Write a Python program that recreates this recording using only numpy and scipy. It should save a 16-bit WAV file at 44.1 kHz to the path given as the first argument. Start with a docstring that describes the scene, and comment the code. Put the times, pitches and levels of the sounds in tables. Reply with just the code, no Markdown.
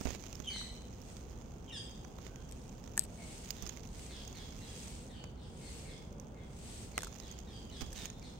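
"""Tortoise eating cucumber on a lawn

A camera lies in the grass, its two microphone ports right in front of a tortoise that takes two bites.
Each bite is a short run of snaps that ring in the mouth. Stems tick and crackle against the camera,
which gets a few soft bumps. Farther off, parrot-like birds squawk in the trees, and behind it all
a high hiss swells and fades over a low outdoor rumble."""
import sys
import numpy as np
from scipy import signal
from scipy.fft import rfft, irfft, next_fast_len
from scipy.io import wavfile
from scipy.ndimage import uniform_filter1d

SR = 44100
rng = np.random.default_rng(int(sys.argv[2]) if len(sys.argv) > 2 else 0)


def inscribe(sig):
    """Save sig as 16-bit PCM at rate SR to the path in sys.argv[1].

    A 1-D sig is mono; a 2-D sig holds one channel per row.
    Samples are clipped to [-1, 1] before scaling.
    """
    pcm = np.round(np.clip(np.atleast_2d(sig).T, -1, 1) * 32767)
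    wavfile.write(sys.argv[1], SR, pcm.astype(np.int16))


N = 369999


def gain_of(db):
    """Decibels to a factor."""
    return 10 ** (np.asarray(db) / 20)


def unit_rms(x):
    """Scales to rms 1."""
    return x / np.sqrt(np.mean(x ** 2) + 1e-20)


def spectrum_at(points, hz):
    """Reads a spectrum on a log-frequency axis."""
    f, value = np.transpose(points)
    return np.interp(np.log(hz + 1), np.log(f + 1), value)


def envelope(curve):
    """A curve of (time [s], level [dB]) as a gain for every sample."""
    return gain_of(np.interp(np.arange(N) / SR, *np.transpose(curve)))


def add(mix, s, sound):
    """Adds a sound to the mix at time s."""
    part = mix[..., max(round(s * SR), 0):][..., :sound.shape[-1]]
    part += sound[..., :part.shape[-1]]


def panned(balance_db):
    """Gains at the two microphone ports; a positive balance favours the left."""
    return unit_rms(gain_of([[balance_db / 2], [-balance_db / 2]]))


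def coloured(x, points, size=4096):
    """Causal (minimum-phase) filter with the given spectrum."""
    log_gain = np.log(gain_of(spectrum_at(points, abs(np.fft.fftfreq(size, 1 / SR)))))
    taps = np.fft.ifft(np.exp(np.conj(signal.hilbert(log_gain)))).real[:size // 2]
    return signal.fftconvolve(x, taps[None], axes=1)[:, :x.shape[1]]


def drift(count, per_s):
    """A smooth random curve of rms 1 that changes about per_s times a second."""
    width = max(int(SR / per_s), 1)
    return unit_rms(uniform_filter1d(uniform_filter1d(rng.standard_normal(count), width), width))


def swell(width_s):
    """A smooth rise and fall, from three half widths before its middle to three after."""
    return np.exp(-np.linspace(-3, 3, int(6 * width_s * SR)) ** 2 / 2)


def slips(per_s, spread_db):
    """Tiny clicks of very uneven size, at rms 1."""
    size = gain_of(spread_db * np.minimum(rng.exponential(1, N), 3)) * rng.choice([-1, 1], N)
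    return unit_rms(size * (rng.random(N) < per_s / SR))


def crack(decay_s, tilt_db, splinters, size=1024):
    """One break and a dying spray of smaller ones, with the energy of 1 ms at rms 1."""
    t = np.arange(size) / SR
    spray = rng.standard_normal((2, size)) * np.exp(-t / decay_s)
    burst = splinters * spray / np.linalg.norm(spray, axis=1, keepdims=True)
    burst[:, 2] += 1  # the break itself
    burst = coloured(burst, [(500, 0), (16000, 5 * tilt_db)], size=512)  # tilt_db per octave
    return unit_rms(burst) * np.sqrt(SR / 1000 / size)


def knock(modes, tilt_db, pivot_hz):
    """Quickly damped modes, each with a little scuff; a harder blow favours those above the pivot."""
    t = np.arange(SR // 5) / SR
    out = np.zeros(len(t))
    for hz, db, decay_s in modes:
        pole = np.exp(-2 * np.pi * hz / SR)
        scuff = unit_rms(signal.lfilter([1], [1, -pole], rng.standard_normal(len(t))))
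        strength = gain_of(db + tilt_db * np.log2(hz / pivot_hz))
        out += strength * (np.sin(2 * np.pi * hz * t) + 0.64 * scuff) * np.exp(-t / decay_s)
    return out


# Spectral shapes of the distant rumble and of the open air: (frequency [Hz], relative density [dB])
RUMBLE_SPECTRUM = [(12, -72), (20, -20), (37, -2), (57, -2.5), (87, -6), (108, -6), (174, -8), (202, -8.5),
                   (242, -9), (280, -15.5), (504, -16), (584, -22), (783, -22.5), (1600, -41.5),
                   (2080, -130), (3520, -120)]
AIR_SPECTRUM = [(200, -48), (900, 9.5), (2200, 4), (3500, 6.5), (5500, -35), (8000, -31), (12000, -43),
                (16000, 4)]
# How alike that background is at the two ports: (frequency [Hz], correlation [0-1])
PORT_COHERENCE = [(30, 0.96), (130, 0.89), (260, 0.89), (520, 0.37), (1000, 0.033), (2000, 0.017),
                  (5000, 0.039)]

def outdoors():
    """Distant rumble, its lows nearly alike at both ports, a faint wavering hum and thin air noise."""
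    size = next_fast_len(N, real=True)
    hz = np.fft.rfftfreq(size, 1 / SR)
    left, independent = rfft(rng.standard_normal((2, size)))
    coherence = spectrum_at(PORT_COHERENCE, hz)
    field = np.array([left, coherence * left + np.sqrt(1 - coherence ** 2) * independent])
    rumble = unit_rms(irfft(field * gain_of(spectrum_at(RUMBLE_SPECTRUM, hz)), size)[:, :N])
    air = unit_rms(irfft(field * gain_of(spectrum_at(AIR_SPECTRUM, hz)), size)[:, :N])
    hum_hz, hum_level = 62.7, gain_of(-56.5) * (1 + 0.5 * drift(N, per_s=8.2))
    hum = hum_level * np.sin(2 * np.pi * hum_hz * np.arange(N) / SR + 0.41 * drift(N, per_s=2.3))
    return (gain_of(-48.5) * rumble + hum) * panned(-0.092) + gain_of(-67) * air


# Faint hollow swells from far off: (middle [s], half width [s], frequency [Hz], level [dB])
FAR_SWELLS = [(2.08, 0.052, 795, -63.5), (2.359, 0.083, 1497, -69), (3.18, 0.094, 651, -61),
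              (5.85, 0.13, 479, -63), (6.22, 0.19, 518.5, -60.5)]

def far_tones():
    """Narrow bands of noise that rise out of the rumble and sink back, dead centre."""
    out = np.zeros(N)
    for s, width_s, hz, db in FAR_SWELLS:
        shape = swell(width_s)
        wobble = drift(len(shape), per_s=230) + 1j * drift(len(shape), per_s=230)
        band = (wobble * np.exp(2j * np.pi * hz * np.arange(len(shape)) / SR)).real
        add(out, s - 3 * width_s, gain_of(db) * shape * band)
    return out


# Swells of background hiss: (middle [s], half width [s], relative level [dB])
HISS_SWELLS = [(.02, 0.047, -67.5), (.62, 0.068, -69), (1.12, 0.053, -72.5), (2.6, 0.096, -80),
               (3.33, 0.11, -63.5), (4.04, 0.072, -64.5), (4.849, 0.15, -63.5), (5.75, 0.12, -63.5),
               (6.74, 0.11, -62.5)]
# Colour of the hiss: (frequency [Hz], gain [dB])
HISS_SPECTRUM = [(300, 5), (1500, -4), (2200, 3), (3000, 5), (4500, 5), (6500, -0.5), (9000, -1),
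                 (12000, -8), (16000, -15)]

def hiss():
    """A smooth high hiss, wide across both ports, that swells and fades about once a second."""
    level = np.full(N + SR, gain_of(-87.5))  # a second of lead-in lets the first swell start early
    for s, width_s, db in HISS_SWELLS:
        add(level, 1 + s - 3 * width_s, gain_of(db) * swell(width_s))
    noise = coloured(rng.standard_normal((2, N)), HISS_SPECTRUM)
    return gain_of(9.5) * panned(0.81) * level[SR:] * noise


def tree_echoes(x, t60_s):
    """Scattered echoes from trees and walls: sparse taps that die away, different at each port."""
    t = np.arange(SR) / SR
    taps = rng.standard_normal((2, SR)) * (rng.random((2, SR)) < 1500 / SR)
    early, tail = 1.07 * np.exp(-t / 0.052), gain_of(-60 * t / t60_s)
    taps *= (early + tail) * (t > 0.004)
    return signal.fftconvolve(x, taps / np.linalg.norm(taps, axis=1, keepdims=True), axes=1)[:, :N]


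# Resonances of a bird's throat: (frequency [Hz], gain [dB])
THROAT_SPECTRUM = [(1400, -16.5), (2100, 3.5), (2550, 13), (3150, 6), (4100, 11), (5050, 2.5), (6400, -9),
                   (8200, -13.5), (9600, -13), (11000, -24), (14000, -31)]

def bird_note(length_s, last_hz, fall_octaves, rough, bright_db, sag_octaves_per_s=0):
    """A harmonic note that starts high, drops unevenly and levels off while it grows louder."""
    drop_s, rise_db = 0.039, 3.5
    count = int(length_s * SR)
    t = np.arange(count) / SR
    octaves = fall_octaves * np.exp(-(t / drop_s) ** 2) + sag_octaves_per_s * (length_s - t)
    shake = 0.024 * drift(count, per_s=700) + 0.022 * drift(count, per_s=130)
    waver = 0.00906 * drift(count, per_s=140)
    hz = last_hz * 2 ** octaves * (1 + rough * shake + waver)
    phase = 2 * np.pi * np.cumsum(hz) / SR
    voice = np.zeros(count)
    for k in range(1, 7):
        voice += gain_of(spectrum_at(THROAT_SPECTRUM, k * hz) + bright_db * min(k, 3)) * np.sin(k * phase)
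    rasp = 1 + rough * drift(count, per_s=1500)
    rise = gain_of(rise_db * (t / length_s) ** 2)
    return unit_rms(voice * rasp * rise) * signal.windows.tukey(count, 0.3)


# Thin whistles from the trees, often leading into a squawk:
# (time [s], length [s], last pitch [Hz], fall [octaves], relative level [dB])
BIRD_WHISTLES = [(.437, .04, 3123, 0.069, -50), (0.471, .024, 2783, .15, -38),
                 (1.674, 0.044, 2540, 0.33, -50), (2.33, 0.13, 3230, 0.031, -69),
                 (3.171, 0.049, 2127, .07, -58), (4.575, 0.041, 2780, 0.064, -62),
                 (5.598, 0.092, 2110, .08, -64), (5.846, 0.074, 2090, 0.081, -58.5),
                 (6.336, .09, 2090, 0.057, -65), (7.693, 0.015, 2790, 0.152, -54)]
# Harsh squawks from the trees: (time [s], length [s], last pitch [Hz], fall [octaves],
# relative level [dB], roughness [factor], brightness [dB per partial, up to the third])
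BIRD_SQUAWKS = [(0.488, 0.12, 1964, 0.2, -45, 0.53, 3), (1.719, .075, 1569, 0.23, -45, 0.2, 0),
                (3.548, 0.11, 1633, 0.18, -59, 0.74, -1), (4.084, 0.15, 1620, 0.46, -53, 1.03, -0.5),
                (4.339, .1, 1617, 0.4, -53.5, .75, -0.5), (4.601, 0.15, 1614, 0.31, -56.5, 0.8, -1),
                (5.086, 0.14, 1486, 0.32, -57, 0.65, -6.5), (5.364, 0.1, 1610, .35, -60.5, 1.06, -1),
                (5.61, 0.086, 2078, 0.052, -59, 0.93, 6), (5.87, 0.096, 1618, .34, -57, 0.77, 0.5),
                (6.367, 0.082, 1586, .23, -66, .5, -5), (6.93, 0.1, 1710, 0.42, -56, 0.74, 1),
                (7.203, 0.11, 1600, 0.34, -57, 0.86, -1.5), (7.462, .135, 1558, 0.28, -56, 0.63, -1.5),
                (7.705, 0.11, 1650, 0.24, -52.5, 0.66, 1), (7.949, 0.094, 1755, .18, -53, 0.7, 1),
                (8.212, 0.075, 1694, 0.38, -56, 0.88, 3)]

def birds():
    """Calls in the trees; fainter birds are farther off and mostly echo, their whistles duller."""
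    direct, scattered = np.zeros((2, 1, N))
    calls, nearest_db = [], max(row[-1] for row in BIRD_WHISTLES)
    for s, length_s, hz, fall, db in BIRD_WHISTLES:
        fainter_db = nearest_db - db
        rough, bright_db = 0.13 + 0.024 * fainter_db, -1.5 - 0.7 * fainter_db
        calls.append((s, db, bird_note(length_s, hz, fall, rough, bright_db)))
    for s, length_s, hz, fall, db, rough, bright_db in BIRD_SQUAWKS:
        calls.append((s, db, bird_note(length_s, hz, fall, rough, bright_db, sag_octaves_per_s=0.55)))
    for s, db, call in calls:
        add(direct, s, gain_of(db - 0.27 * (nearest_db - db)) * call)
        add(scattered, s, gain_of(db) * call)
    return (direct + gain_of(1.0) * tree_echoes(scattered, t60_s=0.87)) * panned(0.65)


# Pressure on the grass around the camera, heard as rustle: (time [s], relative level [dB])
GRASS_PRESSURE = [(0, -58), (.36, -57), (.85, -65), (1.2, -60.5), (1.5, -66), (2.35, -64), (3.35, -64.5),
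                  (3.5, -53), (3.85, -61), (4.85, -59.5), (5.25, -73), (5.5, -75), (5.75, -64), (6.25, -72),
                  (7.2, -58.5), (7.45, -66), (7.95, -60.5), (8.39, -67.5)]
# Colour of blades and stems right at the microphone: (frequency [Hz], gain [dB])
GRASS_SPECTRUM = [(100, -1), (600, -1), (1500, -2.5), (2600, 3), (4500, -0.5), (6400, 1), (9000, -4.5),
                  (16000, -9.5)]

def rustle():
    """Grass blades shift all the time, mostly at the right port: short gritty ticks over a fine fizz."""
    tick_decay_s = 0.0006
    blows = slips(per_s=380, spread_db=4.2) ** 2
    energy = signal.lfilter([1], [1, -np.exp(-1 / (tick_decay_s * SR))], blows)
    grit = unit_rms(np.sqrt(energy) * rng.standard_normal(N))
    fizz = 0.65 * rng.standard_normal((2, N))
    return gain_of(1.5) * panned(-17) * coloured((grit + fizz) * envelope(GRASS_PRESSURE), GRASS_SPECTRUM)


# Scrapes in the grass on the right: (time [s], length [s], relative level [dB], left minus right [dB])
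GRASS_SCRAPES = [(0.046, 0.14, -57.5, -14), (2.181, 0.14, -67, -23), (3.472, 0.37, -69, -32),
                 (7.803, 0.027, -50.5, -13), (7.926, 0.17, -56.5, -8.5)]

def scrapes():
    """Dense runs of slips as something drags through the grass."""
    out, grains = np.zeros((2, N)), slips(per_s=1100, spread_db=4.5)
    for s, length_s, db, balance_db in GRASS_SCRAPES:
        count = int(length_s * SR)
        run = unit_rms(grains[int(s * SR):][:count]) + 0.82 * rng.standard_normal((2, count))
        add(out, s, gain_of(db) * panned(balance_db) * run * signal.windows.tukey(count, 0.6))
    return coloured(out, [(200, 19), (1000, 4), (3000, 12), (6500, 5.5), (10000, 0.5), (16000, -3)])


def flick(tilt_db):
    """One stem lets go: a crack and a brief ring at a pitch of its own, weaker if the crack is dull."""
    snap = crack(decay_s=0.0029, tilt_db=tilt_db, splinters=1.9)
    t = np.arange(snap.shape[1]) / SR
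    ring_hz, ring_decay_s = 6230 * 2 ** (0.15 * rng.standard_normal()), 0.0014
    ring = np.sin(2 * np.pi * ring_hz * t) * np.exp(-t / ring_decay_s)
    return snap + gain_of(-3.5 + min(tilt_db, 0)) * ring


# The strongest flicks, close to the right port: (time [s], relative level [dB], tilt [dB per octave])
STEM_FLICKS = [(0.0114, -33, 14), (0.0517, -32, 2), (0.0714, -26, -6), (0.0885, -33, -6.5),
               (0.1052, -29, -4), (0.149, -31, -3), (0.2384, -37, -3.5), (0.2653, -37, -1.5),
               (0.3286, -34.5, -1), (0.3541, -35.5, 1), (0.401, -37.5, -1), (1.017, -39.5, 9),
               (1.168, -39, -0.5), (2.0486, -40, -4), (2.2663, -33.5, -4.5), (2.359, -38, -3),
               (2.84, -41.5, -2), (2.876, -38, -4), (3.5058, -18.5, 4.5), (3.6239, -30, 7),
               (3.6654, -32, -2), (3.674, -34, 2), (3.693, -28.5, -1), (3.772, -36, -2), (4.2775, -36, 2),
               (5.2403, -34.5, -3.5), (6.128, -46.5, 4), (6.1988, -38, 2.5), (7.2004, -35.5, -1),
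               (7.314, -35.5, 6), (7.3887, -36, 0.5), (7.8167, -33.5, -5), (8.056, -28.5, 0.5),
               (8.101, -37, -1)]

def stems():
    """Stems slip and flick against the camera; lesser ones come at random, louder under more pressure."""
    flicks_per_s, over_rustle_db, spread_db = 12, 16, 2.5
    out, pressure = np.zeros((2, N)), envelope(GRASS_PRESSURE)
    for s, db, tilt_db in STEM_FLICKS:
        add(out, s, gain_of(db) * flick(tilt_db))
    for when, size, tilt in rng.uniform(-1, 1, (int(flicks_per_s * N / SR), 3)):
        at = int((when + 1) / 2 * N)
        add(out, at / SR, pressure[at] * gain_of(over_rustle_db + spread_db * size) * flick(5 * tilt))
    return gain_of(-3.5) * panned(-16.5) * coloured(out, GRASS_SPECTRUM)


# Nudges, dull if soft and bright if hard: (time [s], relative level [dB], tilt [dB per octave])
CAMERA_NUDGES = [(.01, -34, 0), (0.055, -26, -2), (0.401, -38, 0), (.562, -50, 10), (.614, -46, 10),
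                 (2.186, -42, 6.5), (3.625, -46, -8), (7.82, -36.5, -4.5)]
# Modes of the body that holds the microphones: (frequency [Hz], relative level [dB], decay [s])
CAMERA_MODES = [(67, -10.5, 0.028), (255, -2.5, 0.0059), (370, -6.5, 0.0044), (1230, -8, 0.00067)]

def camera_bumps():
    """Nudges ring the body of the camera, heard almost wholly at the right port."""
    out = np.zeros(N)
    for s, db, tilt_db in CAMERA_NUDGES:
        add(out, s, gain_of(db) * knock(CAMERA_MODES, tilt_db, pivot_hz=298))
    return panned(-25) * out


# The beak breaks through: (time [s], knock level [dB], knock tilt [dB per octave], crumble level [dB])
JAW_CLOSINGS = [(2.9781, -40, 3, -52), (6.9791, -26, 2, -63)]
# Modes of the jaw: (frequency [Hz], relative level [dB], decay [s])
JAW_MODES = [(497, -27, .0022), (795, -2.5, 0.0019), (1310, -2, 0.0017), (2730, 5.5, 0.00033)]
# Colour of breaking cucumber at close range: (frequency [Hz], gain [dB])
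CUCUMBER_SPECTRUM = [(2500, -4), (3800, -1), (5500, 1.5), (6800, -2), (8200, 0.5), (9500, -3.5),
                     (12000, 0.5), (14000, -11), (16000, -21)]

def jaw():
    """As the beak breaks through, the jaw knocks shut and small cells crumble for a moment."""
    crumble_s = 0.076
    knocks, crumbs = np.zeros((2, 2, N))
    breaks = slips(per_s=2800, spread_db=5.5)
    cells = signal.oaconvolve(breaks[None], crack(decay_s=0.00017, tilt_db=0, splinters=3.3), axes=1)
    for s, knock_db, tilt_db, crumble_db in JAW_CLOSINGS:
        add(knocks, s, gain_of(knock_db) * panned(-1) * knock(JAW_MODES, tilt_db, pivot_hz=800))
        add(crumbs, s, gain_of(crumble_db) * unit_rms(cells[:, int(s * SR):][:, :int(crumble_s * SR)]))
    return knocks + coloured(crumbs, CUCUMBER_SPECTRUM)


# The flesh breaks right in front of the microphones: (time [s], crack level [dB], crack decay [s],
# tilt [dB per octave], mouth ring level [dB], crack left minus right [dB])
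CUCUMBER_SNAPS = [(2.5124, -42, 0.00096, 1, -66, -9), (2.523, -43, 0.0013, -1, -56, 8),
                  (2.97, -37, .00036, 3, -45, 5), (2.9771, -18.5, 0.00079, 6, -20.5, 0),
                  (2.9936, -16.5, 0.00024, 2.5, -44, 2), (3.0385, -37, 0.0012, 5, -62, -5),
                  (6.9787, -21.5, 0.0017, -3.5, -19.5, 0), (6.9888, -32, .001, -3, -50, -8),
                  (7.0072, -39, 0.00054, -4, -40, 3), (7.0208, -35, .0008, -1.5, -48, -7),
                  (7.0327, -30, 0.0021, -2, -36, -9), (7.0464, -31.5, 0.00099, 2, -43, -7),
                  (7.0700, -39, 0.0053, -1.5, -35, -5), (7.929, -35.5, 0.005, 3, -44, -4)]
# The hollow of the mouth rings lower as the beak sinks in: (time [s], frequency [Hz])
MOUTH_PITCH = [(2.51, 2400), (2.96, 1790), (3.04, 1770), (6.98, 2050), (7.02, 1610), (7.08, 1280),
               (7.93, 1700)]

def cucumber_snaps():
    """The flesh cracks and rings the hollow of the mouth; shell and ground throw back a faint patter."""
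    ring_decay_s, right_delay_s = 0.0026, 0.0001  # the ring reaches the right port later
    out = np.zeros((2, N))
    for s, db, decay_s, tilt_db, ring_db, balance_db in CUCUMBER_SNAPS:
        snap = crack(decay_s, tilt_db, splinters=6.6)
        patter = gain_of(-19) * crack(decay_s=0.007, tilt_db=tilt_db - 1, splinters=3)
        t = np.maximum(np.arange(snap.shape[1]) / SR - [[0], [right_delay_s]], 0)
        mouth_hz = np.interp(s, *np.transpose(MOUTH_PITCH))
        ring = np.sin(2 * np.pi * mouth_hz * t) * np.exp(-t / ring_decay_s)
        add(out, s, gain_of(db) * panned(balance_db) * (snap + patter) + gain_of(ring_db) * ring)
    return coloured(out, CUCUMBER_SPECTRUM)


def scene():
    """Everything that reaches the two ports, down in the grass."""
    tortoise = cucumber_snaps() + jaw()
    at_camera = stems() + rustle() + scrapes() + camera_bumps()
    background = birds() + hiss() + far_tones() + outdoors()
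    return background + at_camera + tortoise


# Each microphone port has its own resonance: (frequency [Hz], gain [dB])
LEFT_RESPONSE = [(2000, -1), (4500, -2.5), (6100, -6.5), (7100, 2), (7700, 10.5), (8150, 13.5), (8900, 7),
                 (10000, 2.5), (11800, -3.5), (12900, -1), (14200, -21), (16000, -14)]
RIGHT_RESPONSE = [(2000, 0), (4000, -2), (5300, 2), (5900, 2.5), (6550, 8), (7300, 1), (8100, -13),
                  (10000, -8.5), (12000, -7), (14000, 1.5), (16000, -1)]

def record(dry):
    """The camera's microphones: each port colours its channel, and the highest treble is cut off."""
    heard = np.vstack([coloured(dry[:1], LEFT_RESPONSE), coloured(dry[1:], RIGHT_RESPONSE)])
    lowpass = signal.firwin(511, cutoff=15900, window=("kaiser", 9), fs=SR)
    return signal.oaconvolve(heard, lowpass[None], "same")


dry = scene()
out = record(dry)
inscribe(out)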